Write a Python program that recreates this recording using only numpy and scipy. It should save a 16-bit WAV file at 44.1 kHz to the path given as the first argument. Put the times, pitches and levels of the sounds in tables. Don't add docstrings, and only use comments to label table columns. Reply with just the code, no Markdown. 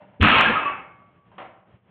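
import sys
import numpy as np
from scipy import signal
from scipy.fft import rfft, irfft, next_fast_len
from scipy.io import wavfile
from scipy.ndimage import map_coordinates

SR = 44100
rng = np.random.default_rng(int(sys.argv[2]) if len(sys.argv) > 2 else 0)


def natural_amplitude(level_db):
    exponent = np.asarray(level_db, float) / 20
    return 10 ** exponent


def materialize(psi):
    bounded = np.clip(np.atleast_2d(psi).T, -1, 1)
    quanta = np.round(bounded * 32767).astype(np.int16)
    wavfile.write(sys.argv[1], SR, quanta)


N = 83790
T = np.arange(N) / SR


def unit(x):
    return x / np.sqrt(np.mean(x ** 2) + 1e-20)


def along(points, hz):
    f, v = np.transpose(points)
    return np.interp(np.log(hz + 1), np.log(f + 1), v)


def filtered(x, response):
    m = next_fast_len(N + SR)
    return irfft(rfft(x, m) * response(np.fft.rfftfreq(m, 1 / SR)), m)[..., :N]


def resonances(peaks):
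    def response(f):
        total = 0
        for k, (centre, width, db) in enumerate(peaks):
            damping = 1j * f * width
            total = total + (-1) ** k * natural_amplitude(db) * damping / (centre * centre - f * f + damping)
        return total
    return response


def noise(spectrum, lumpy_db=0, rate=60):
    points = rng.standard_normal(int(N * rate / SR) + 4)
    lumps = map_coordinates(points, [T * rate])
    uneven = rng.standard_normal(N) * natural_amplitude(lumpy_db * lumps)
    return unit(filtered(uneven, lambda hz: natural_amplitude(along(spectrum, hz))))


def dying(rows, attack_s):
    total = 0
    for s, db, t60 in rows:
        attack = np.clip((T - s) / attack_s, 0, 1)
        total = total + natural_amplitude(db - 60 * np.abs(T - s) / t60) * attack
    return total


# frequency in Hz, density in dB per Hz.
AIR_SPECTRUM = [(18, -59), (30, -33), (118, -4), (155, -12), (186, -2.5), (249, -20.5), (355, -16),
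                (3200, -32.5), (4280, -58.5), (5560, -77.5), (9420, -120)]


def room_air():
    return natural_amplitude(-58.5) * noise(AIR_SPECTRUM, lumpy_db=3.0, rate=25)


# frequency in Hz, t60 in seconds.
ROOM_DECAY = [(100, 0.93), (500, 0.66), (1500, 0.58), (4000, .4)]


def room(x):
    hz, t, z = signal.stft(rng.standard_normal(SR), SR, nperseg=256)
    decay = natural_amplitude(-60 * t / along(ROOM_DECAY, hz)[:, None])
    tail = signal.istft(z * decay, SR, nperseg=256)[1]
    tail = filtered(tail, lambda f: 1 / (1 + (f / 5000) ** 8))
    delayed = np.pad(x, (300, 0))
    return signal.fftconvolve(delayed, tail / np.linalg.norm(tail))[:N]


# start in seconds, level in dB, t60 in seconds.
FOOT_CONTACTS = [
    (1.3805, -31.5, 0.12),
    (1.398, -38.5, 0.13),
    (1.417, -39, 0.11),
    (1.452, -43.5, 0.092),
    (1.315, -55, 0.52),
    (1.49, -58.5, 0.29),
]
# frequency in Hz, density in dB per Hz.
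SOLE_SPECTRUM = [(88, -56.5), (150, -22.5), (480, -8), (636, -5.5), (752, -4.5), (878, -1), (1650, -15.5),
                 (3100, -20.5), (4280, -45), (5560, -75), (9420, -120)]
# frequency in Hz, width in Hz, level in dB.
MAT_TONES = [(600, 60, -3.5), (854, 108, 4.5), (1100, 50, -30), (1350, 60, -12.5)]
# start in seconds, level in dB, t60 in seconds.
FOOT_SHUFFLES = [
    (0, -42, 0.31),
    (.125, -58, .3),
    (.99, -59, 1),
]
# frequency in Hz, density in dB per Hz.
SCUFF_SPECTRUM = [(59, -48), (100, -11.5), (265, -3), (380, -22), (629, -11), (1020, -9), (1130, -16),
                  (2760, -25.5), (4280, -48), (5560, -78), (9420, -120)]


def feet():
    slap = noise(SOLE_SPECTRUM, lumpy_db=0.0, rate=350)
    slap = slap + natural_amplitude(-4) * unit(filtered(slap, resonances(MAT_TONES)))
    scuff = noise(SCUFF_SPECTRUM, lumpy_db=5, rate=21.2)
    scuff = scuff + natural_amplitude(-5.5) * unit(filtered(scuff, resonances(MAT_TONES[:1])))
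    return dying(FOOT_CONTACTS, 0.0019) * slap + dying(FOOT_SHUFFLES, 0.031) * scuff


# start in seconds, swell in seconds, pitch in Hz, level in dB.
FLOOR_BOOMS = [
    (.2, 0.025, 66, -9),
    (.196, 0.0067, 230, -24),
    (.198, .008, 440, -30.5),
    (.212, 0.019, 200, -16.5),
    (0.21, 0.031, 270, -24),
    (0.35, 0.026, 76, -28),
    (0.47, 0.022, 200, -20.5),
    (.335, 0.01, 250, -25.5),
    (.49, .012, 480, -22.5),
]
# frequency in Hz, density in dB per Hz.
BOARD_SPECTRUM = [(18, -44.5), (30, -16.5), (75, -8.5), (172, -3), (211, 0), (450, -14.5), (580, -41.5),
                  (990, -120)]
GLIDE_HZ_PER_S = 800


def floor_boom():
    rumble = noise(BOARD_SPECTRUM, lumpy_db=2.5, rate=40)
    out = dying([(0.215, -19, 1.0)], 0.012) * rumble
    for s, swell, hz, db in FLOOR_BOOMS:
        t = np.clip(T - s, 0, None)
        pulse = (t / swell) ** 2 * np.exp(1 - (t / swell) ** 2)
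        phase = 2 * np.pi * (hz + GLIDE_HZ_PER_S * t / 2) * t - 0.95
        out += natural_amplitude(db) * pulse * np.sin(phase)
    return out


# start in seconds, pitch in Hz, level in dB, t60 in seconds, beats per second.
FREE_RINGS = [
    (.835, 1137, -48, 1.2, 5),
    (.548, 1256, -20, .22, 3),
    (.615, 2607, -27, .4, 17),
    (.52, 1137, -27, .3, 1),
    (.65, 1137, -19, .3, 1),
    (.7, 2258, -44, .6, 5),
    (.24, 1262, -20, .35, 4),
]


def rings():
    out = np.zeros(N)
    for s, hz, db, t60, beat in FREE_RINGS:
        t = np.clip(T - s, 0, None)
        pair = np.sin(2 * np.pi * hz * t) + 0.75 * np.sin(2 * np.pi * (hz + beat) * t)
        out += natural_amplitude(db - 60 * t / t60) * np.clip(t / 0.018, 0, 1) * pair
    return out


# time in seconds, signed peak size (full scale 1).
IRON_CRACKS = [
    (.2292, .8),
    (.248, .72),
    (.275, .7),
    (.2857, -.745),
    (.305, -.68),
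    (.4049, .68),
    (.4109, -.84),
]
CRACK_HZ, CRACK_S = 1400, 0.0005


def cracks(wash):
    for s, size in IRON_CRACKS:
        blink = np.exp(-((T - s) / CRACK_S) ** 2)
        knock = size * np.cos(2 * np.pi * CRACK_HZ * (T - s))
        wash = wash * (1 - blink) + blink * knock
    return wash


# start in seconds, peak in dB, pitch in Hz.
HARD_CLANKS = [(0.2464, -7.5, 1318), (0.2653, -6, 2248), (0.2724, -7, 1300), (0.3135, -1.5, 1253),
               (0.3325, -5.5, 1260), (0.4024, -5, 1438), (0.4108, -4, 1403), (0.4219, -5.5, 2480),
               (0.4561, -2.5, 1666), (0.4991, -13.5, 1746), (0.5563, -3, 1274), (0.5942, -18, 1288),
               (0.627, -17, 1114), (0.665, -23.5, 1180)]
CLANK_T60_S, CLANK_DB = 0.066, -5.5


def clanks():
    out = np.zeros(N)
    detunings = rng.standard_normal((len(HARD_CLANKS), 3))
    for (s, db, hz), detuning in zip(HARD_CLANKS, detunings):
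        t = np.clip(T - s, 0, None)
        cluster = sum(np.sin(2 * np.pi * hz * (1 + 0.027 * d) * t) for d in detuning) / 2
        out += natural_amplitude(db + CLANK_DB - 60 * t / CLANK_T60_S) * np.clip(t / 0.005, 0, 1) * cluster
    return out


# time in seconds, strength in dB, low colour in dB, top colour in dB.
RATTLE_COURSE = [
    (0.202, -54, 15, 1),
    (0.212, -18.5, -10.5, 3),
    (0.237, -11.5, 3, 0),
    (0.269, -11.5, -0.5, -2.5),
    (.41, -13.5, 1, 2),
    (0.499, -24, 5, 2.5),
    (.68, -30.5, 6.5, -21),
    (.77, -41.5, 5.5, -28.5),
    (0.859, -58, 3.5, -10.5),
]
# frequency in Hz, density in dB per Hz.
IRON_SPECTRUM = [(150, -41), (250, -16), (554, -9), (610, -7.5), (1270, -5), (1980, -6.5), (2600, -1.5),
                 (3370, -9), (4280, -30.5), (5560, -69), (9420, -120)]
# frequency in Hz, level in dB, t60 in seconds.
PLATE_MODES = [(769, -23.5, 0.14), (905, -4.5, 0.29), (1076, -8.5, .2), (1245, -4, 0.74),
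               (1352.8, -5.5, 0.66), (1411, -8, .3), (1528, -9, .3), (1611, -3, 0.23), (1757, -10, 0.43),
               (2169, -8.5, 0.67), (2250, -8.5, 0.26), (2363, -8, 0.23), (2575, -5.5, .3),
               (2664, -8.5, 0.26)]
CONTACTS_PER_S, CONTACT_SPREAD_DB = 1500, 3
RATTLE_DB, GRIT_DB, RING_DB = -3.5, -1, -7.5


def rattle():
    s, db, low_db, top_db = np.transpose(RATTLE_COURSE)
    strength = natural_amplitude(np.interp(T, s, db, left=-120, right=-120) + RATTLE_DB)

    chance, size = rng.random((2, N))
    contact = chance < CONTACTS_PER_S / SR
    force = natural_amplitude(-CONTACT_SPREAD_DB * np.log(size + 1e-9))
    hits = unit(contact * force * np.sign(rng.standard_normal(N)))

    rough = hits + 0.65 * rng.standard_normal(N)
    grit = unit(filtered(rough, lambda hz: natural_amplitude(along(IRON_SPECTRUM, hz))))
    low = filtered(grit, lambda hz: 1 / (1 + (hz / 1600) ** 4))
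    top = filtered(grit, lambda hz: 1 - 1 / (1 + (hz / 2900) ** 6))
    middle = grit - low - top
    grit = middle + natural_amplitude(np.interp(T, s, top_db)) * top + natural_amplitude(np.interp(T, s, low_db)) * low

    modes = resonances([(hz, np.log(1000) / np.pi / t60, level) for hz, level, t60 in PLATE_MODES])
    ringing = filtered(strength * hits, modes) / np.std(filtered(hits, modes))
    return natural_amplitude(GRIT_DB) * strength * grit + natural_amplitude(RING_DB) * ringing


def scene():
    near = rattle() + clanks() + feet()
    ring, boom = rings(), floor_boom()
    reverb = natural_amplitude(-10.5) * room(near + 0.2 * ring + 0.158 * boom)
    wash = near + ring + boom + reverb + room_air()
    squash = 0.6
    return cracks(squash * np.tanh(wash / squash))[None]


def band_limit(x):
    return signal.sosfilt(signal.butter(12, 15850, fs=SR, output="sos"), x)


def record(dry):
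    top_hz, steepness, clip = 4400, 60, 0.705
    x = filtered(dry, lambda hz: 1 / (1 + (hz / top_hz) ** steepness))
    return band_limit(np.clip(x, -clip, clip))


dry = scene()
out = record(dry)
materialize(out)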